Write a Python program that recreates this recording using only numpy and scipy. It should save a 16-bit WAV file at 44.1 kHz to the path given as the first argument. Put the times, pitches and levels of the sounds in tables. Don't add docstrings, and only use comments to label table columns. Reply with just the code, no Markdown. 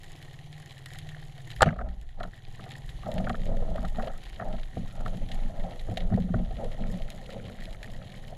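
import sys
import numpy as np
from scipy import signal
from scipy.fft import rfft, irfft, next_fast_len
from scipy.io import wavfile
from scipy.ndimage import uniform_filter1d, map_coordinates

SR = 44100
rng = np.random.default_rng(int(sys.argv[2]) if len(sys.argv) > 2 else 0)


def wav_out(sig):
    wavfile.write(sys.argv[1], SR, np.round(np.clip(np.atleast_2d(sig).T, -1, 1) * 32767).astype(np.int16))


N = 369116
T = np.arange(N) / SR

# [t/s, firing rate/Hz]
FIRING_RATE = [(0, 19.1), (.5, 18.7), (.95, 19.05), (1.5, 18.75), (1.8, 20.2), (2.3, 18.6), (2.75, 20),
               (3, 19.5), (4.2, 18.6), (7.2, 19.2), (7.55, 18.8), (8.37, 19.3)]
# [multiple, level/dB]
STEADY_MULTIPLES = [(3, -73), (4, -61.5), (5, -57), (9, -69), (10, -75.5)]
# [t/s, loudest multiple, its level/dB]
DRONE_COLOUR = [(0, 8, -56.5), (.3, 7.2, -49), (.57, 7.7, -49), (.74, 6.8, -49.5), (1.1, 7.5, -47),
                (1.36, 7.6, -51), (1.52, 6, -47), (2.1, 6.2, -51.5), (2.45, 6, -50), (2.7, 6.8, -48),
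                (3, 6.4, -49.5), (4.3, 6.9, -56.5), (7.2, 6.8, -51.5), (7.5, 6.6, -54.5), (7.85, 6, -52.5),
                (8.1, 6.8, -54), (8.37, 6.9, -50.5)]
DRONE_FALL_DB, DRONE_DEPTH_DB, DRONE_WAVER_DB = 8.5, 8.5, 2.5

# [t/s, middle peak level/dB, ring re middle/dB, treble re middle/dB before a 3.5 dB lift]
SNAPS = [(0.0338, -43.5, -3, -5.5), (0.1094, -47, -2.5, -15), (0.1184, -45.5, -16, -0.5),
         (0.162, -47.5, -12, -3), (0.2262, -38.5, -13, -11), (0.3408, -44, -10, -21), (0.389, -44, -3, -15),
         (0.5278, -38.5, -13, -14), (0.6598, -47, 1, 1.5), (0.7163, -45, -10, -11),
         (0.7796, -40.5, -21, -12), (0.818, -51, -5, -15), (0.8593, -34, -4.5, -6), (0.904, -44, 2, -12),
         (0.9352, -40, -7.5, 0), (0.947, -51, 11, -15), (0.987, -34, -12.5, -5.5), (1.0705, -44.5, -7, -15),
         (1.0896, -36.5, -6, -11), (1.1467, -52.5, 16.5, -19), (1.226, -50, 5, -9),
         (1.3224, -47.5, -14, -9), (1.379, -43, -4, -9), (1.475, -44.5, -7, -4.5),
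         (1.503, -34.5, -6.5, -19), (1.5625, -41, 0, -4), (1.793, -54.5, 19, -6), (1.888, -36.5, -2.5, -15),
         (2.0133, -40, -22, -3), (2.091, -41, -3, -15), (2.2022, -37, -0.5, -29), (2.231, -27.5, -25, -34),
         (2.3338, -51.5, 15.5, -15), (2.4443, -49.5, -9, -19), (2.5496, -43.5, -5, -15),
         (2.6912, -44, -12, -6), (2.7533, -42, 4.5, -31), (2.891, -35.5, -8, -25),
         (2.9725, -49, -10.5, -17), (3.116, -35, -14, -14), (3.1404, -43, -10, 1), (3.1805, -34, -4, -30),
         (3.243, -39, -1.5, -21), (3.295, -29.5, -1, -14), (3.353, -40, -1, -23), (3.4176, -41.5, -5, -15),
         (3.456, -44.5, -5.5, -2), (3.569, -46, 2, -2), (3.7592, -40, 2, -11), (3.851, -41, -8, -11),
         (3.9583, -43.5, -2.5, -22), (4.023, -41, -8.5, -16), (4.0727, -38, -6, -33),
         (4.2308, -45, -5, -19), (4.2582, -41, -10, -17), (4.33, -50, 6.5, -18), (4.3601, -41.5, -11, -20),
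         (4.5271, -42, -17, -15), (4.564, -47.5, -10, -15), (4.6323, -38, -7, -21.5),
         (4.7544, -46, -4, -12), (5.0617, -39.5, 4, -11), (5.08, -40, -3, -12), (5.1713, -42.5, -8.5, -6),
         (5.2322, -50.5, -12, -17.5), (5.2879, -38, -8.5, -16), (5.316, -31, -11.5, -24),
         (5.3534, -42, -12, -15), (5.5608, -50.5, -2.5, -19), (5.5967, -43.5, -12, -20),
         (5.6371, -44.5, -6.5, -18), (5.7084, -45, -5, -14.5), (5.7948, -33.5, -15, -35),
         (5.972, -22, -10.5, -52), (6.005, -35, -5.5, -26), (6.141, -42.5, 6, -21), (6.202, -42, -7.5, -19),
         (6.569, -42.5, -15.5, -25), (6.644, -40, -11, -5), (6.716, -42.5, -4.5, -18),
         (6.9847, -46, -6, -20), (7.02, -36.5, -20, -24), (7.1027, -33, -32, -6), (7.304, -38, -11.5, -14),
         (7.3332, -38, -22, -23), (7.3794, -45, -15, -18), (7.4117, -51, -13.5, -22),
         (7.4518, -42.5, -13, -22), (7.4912, -46.5, -17, -25), (7.5278, -46, -12, -21),
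         (7.604, -42.5, -11, -9), (7.6205, -47.5, 9.5, -7), (7.7289, -41.5, -8, -11),
         (7.8296, -32.5, -5, -12), (7.901, -43, -24, -21), (7.935, -46, -14, -15), (8.025, -45.5, -14, -24),
         (8.0446, -44.5, -15, -23), (8.0717, -43.5, -24, -17), (8.12, -40, -16, -17),
         (8.173, -45, -10, -21)]
# [f/Hz, width/Hz before widening, level/dB]
HOUSING_MODES = [(314, 160, 2), (782, 97, 6), (1060, 142, -2), (1485, 685, -11), (1901, 173, 6),
                 (2120, 418, -6.5), (3080, 378, -0.5), (4010, 710, -7), (5050, 710, -12.5),
                 (5660, 520, -11), (6860, 700, -13), (8670, 970, -18.5), (10620, 1100, -17),
                 (14500, 1900, -36.5)]
CRACKLE_BAND_DB = [-3.5, -0.5, 0, -0.5]
SEA_DB = -56.5

# [t/s, length/s, sway f/Hz, sway level/dB, surge level/dB]
ARM_MOVES = [(0, 0.15, 21, -44.5, -75), (0.886, 0.42, 21.5, -53, -62), (1.624, 0.11, 21, -36, -22.5),
             (1.825, 0.082, 20.7, -27, -27.5), (1.983, 0.3, 20.8, -33, -45), (2.416, 0.098, 21, -42, -60),
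             (2.849, 0.14, 25, -43, -42), (3.093, 0.26, 18.7, -35.5, -38.5),
             (3.404, 0.22, 21.5, -26.5, -47), (3.62, 0.24, 16.88, -30, -35),
             (3.898, 0.12, 18.22, -25.5, -40), (4.111, 0.044, 18.19, -33.5, -42),
             (4.263, 0.096, 19, -50, -41.5), (4.472, 0.19, 21, -30.5, -45), (4.787, 0.12, 20.85, -33, -49),
             (4.995, 0.12, 20.63, -28.5, -50), (5.217, 0.045, 20.9, -28, -45),
             (5.351, 0.12, 20.93, -25.5, -60.5), (5.59, 0.032, 20.44, -29.5, -43),
             (5.79, 0.11, 19.7, -30.5, -42), (6.014, 0.069, 21.2, -28, -31), (6.16, 0.34, 20.9, -33.5, -29),
             (6.65, 0.27, 23, -29.5, -45), (7.018, 0.036, 17.83, -31, -40.5),
             (7.148, 0.37, 20.6, -44.5, -52), (7.595, 0.13, 23.27, -37.5, -46), (7.81, 0.2, 19, -38.5, -50),
             (8.15, 0.26, 22.2, -43, -58)]
MOVE_RISE_S, MOVE_FALL_S, SURGE_FALL_S, CALM_DB = 0.054, 0.072, 0.19, -71

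# [f/Hz, width/Hz before any widening, level/dB]
BARREL_MODES = [(103.8, 25.2, -4), (158.3, 29, -5), (180.8, 15.6, 0.5), (231.4, 20.2, 0.5),
                (346, 1100, -13.5)]
# [f/Hz, width/Hz before widening, level/dB]
HANDLE_MODES = [(492, 69, 2.5), (545, 56.6, 6), (627, 87, 6), (771, 34, 4.5), (910, 11, -32),
                (1210, 190, -20.5), (1458, 190, -20), (1794, 170, -27)]

# [t/s, length/s, level/dB]
LINE_CHATTER = [(1.655, 0.033, -42), (1.76, .03, -44), (1.84, 0.05, -57), (3.044, 0.042, -55),
                (4, 0.18, -63), (4.89, .12, -61.5), (5.084, .05, -61), (6.096, 0.05, -62)]
# [f/Hz, width/Hz before widening, level/dB]
CHATTER_MODES = [(1288, 100, -0.5), (1410, 110, -5)]
# [t/s, peak level/dB]
REEL_TICKS = [(4.584, -43.5), (5.391, -44.5), (5.6006, -44), (6.838, -37), (6.859, -47), (7.086, -40),
              (7.18, -47), (7.2921, -42), (7.399, -42), (7.4973, -41), (7.587, -40.5), (7.7472, -39.5),
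              (7.876, -40), (8.016, -41), (8.143, -40)]
# [t/s, handle peak level/dB, thump re handle/dB, clack re handle/dB before a 0.5 dB lift]
KNOCKS = [(1.063, -46, -15, -25), (1.163, -46, -18, -5), (1.383, -47, -22, -25), (1.659, -20, 7.5, -4),
          (1.667, -16.5, -12, -6), (1.676, -18, -6, -5), (1.689, -33.5, 11, 2), (1.706, -31, 11, -3),
          (1.727, -27, -8, -5), (1.761, -27.5, -8, -19), (1.787, -28, -20, -4), (1.802, -30, -23, 1),
          (1.813, -20, -18, -9), (2.205, -22.5, -17, -5), (2.216, -38, -17, 1), (2.234, -33.5, -27, 5),
          (2.249, -33, 3.5, -3), (2.277, -41, 0, -8), (2.593, -42.5, 3, 3), (2.605, -46, -2, -22),
          (2.638, -46, -5, -17), (2.661, -39, -10, -7), (2.671, -46, -12, -7), (3.032, -49, -2, 10),
          (3.065, -33.5, -1, -8), (3.199, -30, 2, -15), (3.268, -30, 1, 0.5), (3.297, -24.5, -4, -2.5),
          (3.343, -33.5, -13, 1), (3.777, -34, 1, 2), (3.827, -44, -7, -2), (3.846, -36, 0, 5),
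          (3.945, -50.5, -5, 7), (3.966, -48.5, 10, -12), (3.983, -25.5, -18, -16), (3.994, -35, -12, 2),
          (4.004, -39, -15, -5), (4.074, -29, -12, -11.5), (4.096, -39, -5, -5), (4.136, -53, -8, 4),
          (4.397, -33.5, -5, 2.5), (4.409, -37.5, -9, 2), (4.419, -31, -9, -4), (4.769, -29.5, 5, -25),
          (5.005, -42, -7.5, -4), (5.0599, -35.5, 3.5, 7.5), (5.623, -42, 10, -21), (5.886, -33, 4.5, -26),
          (5.915, -34, 5, -23), (5.972, -26.5, -23, -33), (6.004, -40, 6, -20), (6.101, -43, -9, -5),
          (6.121, -28.5, 4, -13), (6.13, -31, 12.5, -14.5), (6.174, -29.5, 9, -14), (6.185, -39, 10, -10),
          (6.289, -34.5, 8.5, -12), (6.34, -23, 4.5, -5), (6.393, -35, 6.5, -36.5),
          (6.507, -33.5, -18, -23), (6.516, -38, -28, -25), (8.326, -37, -6, -24)]

# [t/s, peak level/dB]
THUDS = [(3.57, -33), (3.679, -34.5), (3.841, -28.5), (6.144, -20), (6.194, -22), (6.239, -24),
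         (6.301, -21.5), (6.352, -27), (6.392, -31), (6.887, -32.5), (6.938, -28.5)]
# [t/s, peak level/dB before a 3.5 dB cut, loudest f/Hz]
GLOVE_CATCHES = [(3.081, -25, 666), (3.099, -43, 606), (3.129, -38, 689), (3.16, -25, 695),
                 (3.177, -26, 630), (3.212, -40, 680), (3.244, -31, 570), (3.297, -26, 600),
                 (3.431, -42, 553), (3.461, -29, 610), (3.498, -28, 595), (3.514, -26.5, 570),
                 (3.544, -29.5, 570), (3.566, -28.5, 537), (3.589, -34, 574), (3.62, -36, 480),
                 (3.679, -30, 597), (3.711, -28, 590), (3.752, -24.5, 640), (3.764, -30, 627),
                 (3.832, -31, 697), (3.916, -41, 724), (3.964, -36.5, 768), (3.994, -28.5, 737),
                 (4.037, -32, 626), (4.094, -40, 780), (4.448, -33, 720), (4.469, -30, 707),
                 (4.489, -32, 654), (4.529, -46, 757), (4.974, -47, 616), (5.019, -45, 533),
                 (5.074, -31, 560), (5.14, -31.5, 560), (5.212, -38, 557), (5.298, -37.5, 681),
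                 (5.387, -32.5, 550), (5.419, -44, 692), (5.494, -35, 594.5), (5.552, -42, 619),
                 (5.639, -29, 706), (5.662, -32, 725), (5.704, -36, 710), (6.174, -19, 460),
                 (6.189, -37, 516), (6.607, -30, 730), (6.63, -25.5, 463), (6.645, -27.5, 476),
                 (6.659, -33, 637), (6.776, -38.5, 765), (6.799, -34, 646), (6.839, -34, 664),
                 (6.893, -36, 453), (6.93, -39, 726), (7.002, -34, 681), (7.182, -42, 726),
                 (7.266, -50, 496), (7.34, -35.5, 513), (7.365, -37, 515)]
# [t/s, length/s, barrel level/dB, handle level/dB, loudest handle f/Hz]
STROKES = [(1.661, 0.016, -36, -30, 640), (1.71, 0.032, -37, -43.5, 595), (1.804, 0.069, -33, -35.5, 714),
           (1.847, 0.026, -36.5, -51.5, 747), (2.19, 0.046, -44.5, -42.5, 715),
           (2.591, 0.19, -59, -53.5, 753), (3.067, 0.04, -39, -41, 690), (3.156, 0.067, -35, -41, 680),
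           (3.246, 0.041, -34.5, -46, 600), (3.382, 0.023, -42, -49.5, 540), (3.457, 0.094, -38, -45, 560),
           (3.624, 0.037, -34.5, -41.5, 600), (3.713, 0.042, -39, -41.5, 660),
           (3.82, 0.023, -41.5, -44.5, 727), (3.949, .05, -38.5, -43, 734), (4.042, 0.025, -42.5, -41, 590),
           (4.407, 0.13, -41.5, -44, 670), (4.769, 0.069, -39.5, -56, 590), (4.964, 0.12, -43, -47.5, 636),
           (5.129, 0.12, -40.5, -52, 615), (5.304, 0.26, -44.5, -48, 672), (5.596, 0.14, -46, -44.5, 618),
           (5.884, 0.025, -45, -45, 554), (5.978, 0.094, -40.5, -45.5, 542), (6.126, 0.0088, -28, -42, 540),
           (6.188, 0.14, -40, -50, 513), (6.346, 0.046, -43, -45, 592), (6.434, 0.091, -43, -54, 650),
           (6.596, 0.034, -38, -40.5, 543), (6.682, 0.075, -57, -51, 570), (6.793, 0.16, -39.5, -48, 590),
           (7, 0.29, -48.5, -54, 618), (7.293, 0.2, -45, -48, 510), (7.575, .6, -48, -55.5, 597),
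           (8.26, 0.061, -54, -52, 560)]
RUB_RISE_S, RUB_FALL_S, RUB_WAVER_DB = 0.047, 0.11, 0.5
STILL_DEEP_DB = -66

# [t/s, handle peak level/dB, clack re handle/dB, crack re handle/dB,
# base length/s (each layer scales it), handle f/Hz]
SHOT_PUSHES = [(1.607, -24, 11, -10.5, 0.009, 734), (1.619, -5, -6, -14.5, 0.005, 641),
               (1.6225, -7, -1.5, -18, 0.0029, 610), (1.622, -17, -12.5, 8.5, 0.00062, 634),
               (1.628, -0.5, 0, -15.5, 0.0046, 683), (1.638, -33.5, 11.5, -22, 0.029, 700)]
# [f/Hz, width/Hz, level/dB]
CRACK_MODES = [(2300, 900, -1.5), (3600, 1300, 5.5), (4940, 860, 1), (7300, 1300, -7.5)]
# [t/s, peak level/dB, f/Hz]
STEEL_CLINKS = [(1.689, -16.5, 1800), (1.727, -33, 2000), (1.706, -22.5, 1350), (1.664, -27, 1300),
                (1.678, -19, 1440), (1.733, -34, 1300), (1.762, -33, 1200), (1.79, -20.5, 1300),
                (1.813, -23.5, 1300), (2.2, -37, 1250)]

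MIC_HISS_DB, TOP_HZ = -86, 15700


def amp(db):
    return 10 ** (np.asarray(db) / 20)


def unit(x):
    return x / np.sqrt(np.mean(x ** 2) + 1e-20)


def curves(rows):
    s, *cols = np.transpose(rows)
    return [np.interp(T, s, c) for c in cols]


def wobble(rate):
    return map_coordinates(rng.standard_normal(int(N * rate / SR) + 4), [T * rate])


def filtered(x, response):
    m = next_fast_len(N + SR // 2)
    return irfft(rfft(x, m) * response(np.fft.rfftfreq(m, 1 / SR)), m)[:N]


def modes(table):
    def response(f):
        total = 0
        for k, (hz, width, db) in enumerate(table):
            total = total + (-1) ** k * amp(db) * 1j * f * width / (hz * hz - f * f + 1j * f * width)
        return total
    return response


def steep(table, wider=0.96):
    halves = [(hz, wider * width, db / 2) for hz, width, db in table]
    return lambda f: modes(halves)(f) ** 2


def soft(response, corner_hz):
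    return lambda f: response(f) / (1 + 1j * f / corner_hz) ** 2


def housing(f, first=0, last=None):
    return steep(HOUSING_MODES[first:last], wider=1.6)(f)


def treble(f):
    return housing(f, first=5)


def barrel(f):
    return soft(soft(modes(BARREL_MODES), 330), 400)(f)


def clack(f):
    return steep(HANDLE_MODES[5:], wider=1.6)(f)


def nearness(place_hz):
    near = []
    for hz, _, _ in HANDLE_MODES[:4]:
        near.append(np.exp(-.5 * (np.log(place_hz / hz) / 0.094) ** 2) + 0.028)
    near = np.array(near)
    return near / np.sqrt(np.sum(near ** 2, axis=0))


def held(place_hz, wider):
    shares = nearness(place_hz)
    return lambda f: sum(share * steep([mode], wider)(f) for share, mode in zip(shares, HANDLE_MODES))


def bursts(times, dbs, t60s, response, rise=0.00013, blow=0, size=8192, span=N):
    out = np.zeros(span + SR)
    body = response(np.fft.rfftfreq(2 * size, 1 / SR))
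    t = np.arange(size) / SR
    for s, db, t60 in np.broadcast(times, dbs, t60s):
        push = rng.standard_normal(size) * amp(-60 * t / t60) * (1 - np.exp(-t / rise))
        push[0] = blow * np.linalg.norm(push)
        ring = irfft(rfft(push, 2 * size) * body)[:size]
        out[round(s * SR):][:size] += amp(db) * ring / np.abs(ring).max()
    return out[:span]


def grains(per_s, spread_db):
    size_db = spread_db * np.minimum(rng.exponential(size=N), 3.3)
    return (rng.random(N) < per_s / SR) * rng.standard_normal(N) * amp(size_db)


def swells(start, length, db, rise_s, fall_s):
    t = np.arange(0, N / SR + .001, .001)[:, None]
    before = np.maximum(start - t, 0)
    after = np.maximum(t - start - length, 0)
    return amp(db - 20 * before / rise_s - 20 * after / fall_s)


def joined(gains, values=None):
    power = np.sum(gains ** 2, axis=1) + 1e-30
    line = np.sqrt(power) if values is None else gains ** 2 @ values / power
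    return np.interp(T, np.arange(len(line)) / 1000, line)


def add(out, s, sound):
    part = out[round(s * SR):][:len(sound)]
    part += sound[:len(part)]


def engine():
    turn = 2 * np.pi * np.cumsum(curves(FIRING_RATE)[0]) / SR
    loudest, level_db = curves(DRONE_COLOUR)
    multiples = list(STEADY_MULTIPLES)
    for k in range(6, 9):
        loss_db = np.minimum(DRONE_FALL_DB * (k - loudest) ** 2, DRONE_DEPTH_DB)
        multiples.append((k, level_db - loss_db))
    drone = 0
    for k, db in multiples:
        gain = amp(db + DRONE_WAVER_DB * wobble(5))
        slip = .35 * wobble(7)
        drone = drone + gain * np.sin(k * turn - 0.254 * k * k + slip)
    return np.sqrt(2) * drone


def near_snaps(bands):
    s, db, ring_db, bright_db = np.transpose(SNAPS)
    _, ring, middle, top = bands
    snaps = bursts(s, db, 0.034, middle, blow=1.05)
    snaps += bursts(s, db + ring_db, 0.0043, ring, blow=0.36)
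    snaps += bursts(s, db + bright_db + 3.5, 0.003, top, blow=0.93)
    return snaps + bursts(s, db - 11.0, 0.024, lambda f: housing(f, first=4), rise=0.0039)


def smeared(snaps):
    t = np.arange(SR // 20) / SR
    tail = signal.fftconvolve(snaps, amp(-60 * t / 0.021))[:N]
    return np.abs(tail) * rng.standard_normal(N) + 3.1 * snaps


def shrimp():
    bands = [lambda f: housing(f, last=3), lambda f: housing(f, first=3, last=5),
             lambda f: housing(f, first=5, last=8), lambda f: housing(f, first=8)]
    near = near_snaps(bands)
    volley = uniform_filter1d(np.abs(near), SR // 40, origin=SR // 90)
    volley = uniform_filter1d(volley, SR // 60)
    busy = amp(1.8 * wobble(14)) + .3 * np.minimum(np.abs(unit(volley)) ** .7, 2)
    broad = grains(300, 2.4)
    crackle = 0
    for gain, band in zip(amp(CRACKLE_BAND_DB), bands):
        snaps = broad * amp(3.5 * wobble(40)) + grains(350, 2.6)
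        crackle = crackle + gain * filtered(smeared(snaps * busy), band)
    hiss = unit(filtered(rng.standard_normal(N), housing)) * amp(1.3 * wobble(9))
    return near + amp(SEA_DB) * unit(crackle) + amp(SEA_DB - 3.0) * hiss


def water():
    start, length, hz, sway_db, surge_db = np.transpose(ARM_MOVES)
    swings = swells(start, length, sway_db, MOVE_RISE_S, MOVE_FALL_S)
    turn = 2 * np.pi * np.cumsum(joined(swings + 1e-9, hz)) / SR
    tone = np.sqrt(2) * np.sin(turn + 0.7 * wobble(2.33))
    drift = unit(filtered(rng.standard_normal(N), steep([(15.42, 11.6, 0)])))
    lumps = filtered(rng.standard_normal(N), lambda f: modes([(34, 18, 1.5), (55, 24, 0)])(f) ** 2)
    surge = joined(swells(start, length, surge_db, MOVE_RISE_S, SURGE_FALL_S)) + amp(CALM_DB)
    return joined(swings) * (tone + 0.47 * drift) + amp(-50.5) * drift + surge * unit(lumps)


def chatter():
    start, length, db = np.transpose(LINE_CHATTER)
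    taps = filtered(grains(500, 2.5), steep(CHATTER_MODES, wider=1.6))
    return joined(swells(start, length, db, 0.018, 0.034)) * unit(taps)


def reel():
    s, db = np.transpose(REEL_TICKS)
    return bursts(s, db, 0.0088, steep([(1306, 220, -1.5), (2090, 570, -4)]), blow=0.9)


def knocks():
    s, db, deep_db, clack_db = np.transpose(KNOCKS)
    handle = bursts(s, db, 0.013, steep(HANDLE_MODES[:5], wider=2.54), blow=0.81)
    thump = bursts(s, db + deep_db, 0.11, barrel, blow=0.22)
    hard = steep(HANDLE_MODES[4:], wider=1.9)
    return handle + thump + bursts(s, db + clack_db + 0.5, 0.03, hard, rise=0.00064, blow=0.57)


def scrapes():
    s, db = np.transpose(THUDS)
    out = bursts(s, db, 0.038, steep(BARREL_MODES[2:3], wider=1.75), blow=0.81)
    for s, db, hz in GLOVE_CATCHES:
        handle = held(hz, wider=1.36)
        add(out, s, bursts([0], db - 3.5, 0.027, handle, rise=0.0053, size=4096, span=4096))
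    return out


def rubbing():
    start, length, deep_db, upper_db, hz = np.transpose(STROKES)
    press = swells(start, length, upper_db, RUB_RISE_S, RUB_FALL_S)
    place_hz = joined(press + 1e-9, hz) * amp(0.61 * wobble(19))
    deep_press = joined(swells(start, length, deep_db, RUB_RISE_S, RUB_FALL_S))
    deep_gain = deep_press * amp(RUB_WAVER_DB * wobble(26)) + amp(STILL_DEEP_DB)
    deep = unit(filtered(grains(600, 2.3), barrel))
    slips = grains(1500, 1.8) * amp(1.7 * wobble(60))
    handle = 0
    for share, mode in zip(nearness(place_hz), HANDLE_MODES):
        handle = handle + share * filtered(slips, steep([mode], wider=2.12))
    upper = unit(handle) + amp(-19.5) * unit(filtered(slips, clack))
    return deep_gain * deep + joined(press) * amp(RUB_WAVER_DB * wobble(18)) * upper


def firing():
    s, db, clack_db, crack_db, length, hz = np.transpose(SHOT_PUSHES)
    bang = bursts(s, db + clack_db, 1.5 * length, clack, blow=1.6)
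    bang += bursts(s, db + crack_db, 3.2 * length, soft(modes(CRACK_MODES), 8900))
    for at, level, t60, pitch in zip(s, db, length, hz):
        bang += bursts(at, level, 2.2 * t60, held(pitch, wider=3.3), blow=0.8)
    return bang


def steel():
    out = bursts([1.6213], -12.0, 0.00038, steep([(7230, 880, 0)]))
    for at, level, pitch in STEEL_CLINKS:
        out += bursts([at], level, 0.017, steep([(pitch, 330, 0)]), blow=0.77)
    return out


def bubbles():
    return bursts([1.633, 1.656, 1.705], [-30, -30, -36], [.07, .15, .03], soft(treble, 5000), rise=0.0011)


def barrel_kick():
    hum = bursts([1.775], -17.5, 0.044, soft(modes([(55.84, 2.5, 0)]), 60), blow=1.9, size=16384)
    thump = bursts([1.619, 1.657], [-18, -18], 0.08, barrel, blow=2.0)
    return hum + thump + bursts([1.659], -12, 0.043, steep([(156.0, 26, 0)]), blow=0.81)


def shot():
    return firing() + steel() + bubbles() + barrel_kick()


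def scene():
    background = engine() + shrimp() + water()
    handling = chatter() + reel() + knocks() + scrapes() + rubbing()
    return (background + handling + shot())[None]


def record(dry):
    hiss = filtered(rng.standard_normal(N), steep([(11500, 5000, 0)]))
    heard = dry[0] + amp(MIC_HISS_DB) * unit(hiss)
    power = np.abs(uniform_filter1d(heard ** 2, SR // 100))
    over_db = np.maximum(10 * np.log10(power + 1e-12) + 21.0, 0)
    release = 13 * T
    duck_db = np.maximum(np.maximum.accumulate(over_db + release) - release, 0)
    lag = np.exp(-1 / (0.057 * SR))
    x = heard * amp(-signal.lfilter([1 - lag], [1, -lag], duck_db))
    x = x / (1 + np.abs(x / .5) ** 8) ** (1 / 8)
    return filtered(x, lambda f: f < TOP_HZ)[None]


dry = scene()
out = record(dry)
wav_out(out)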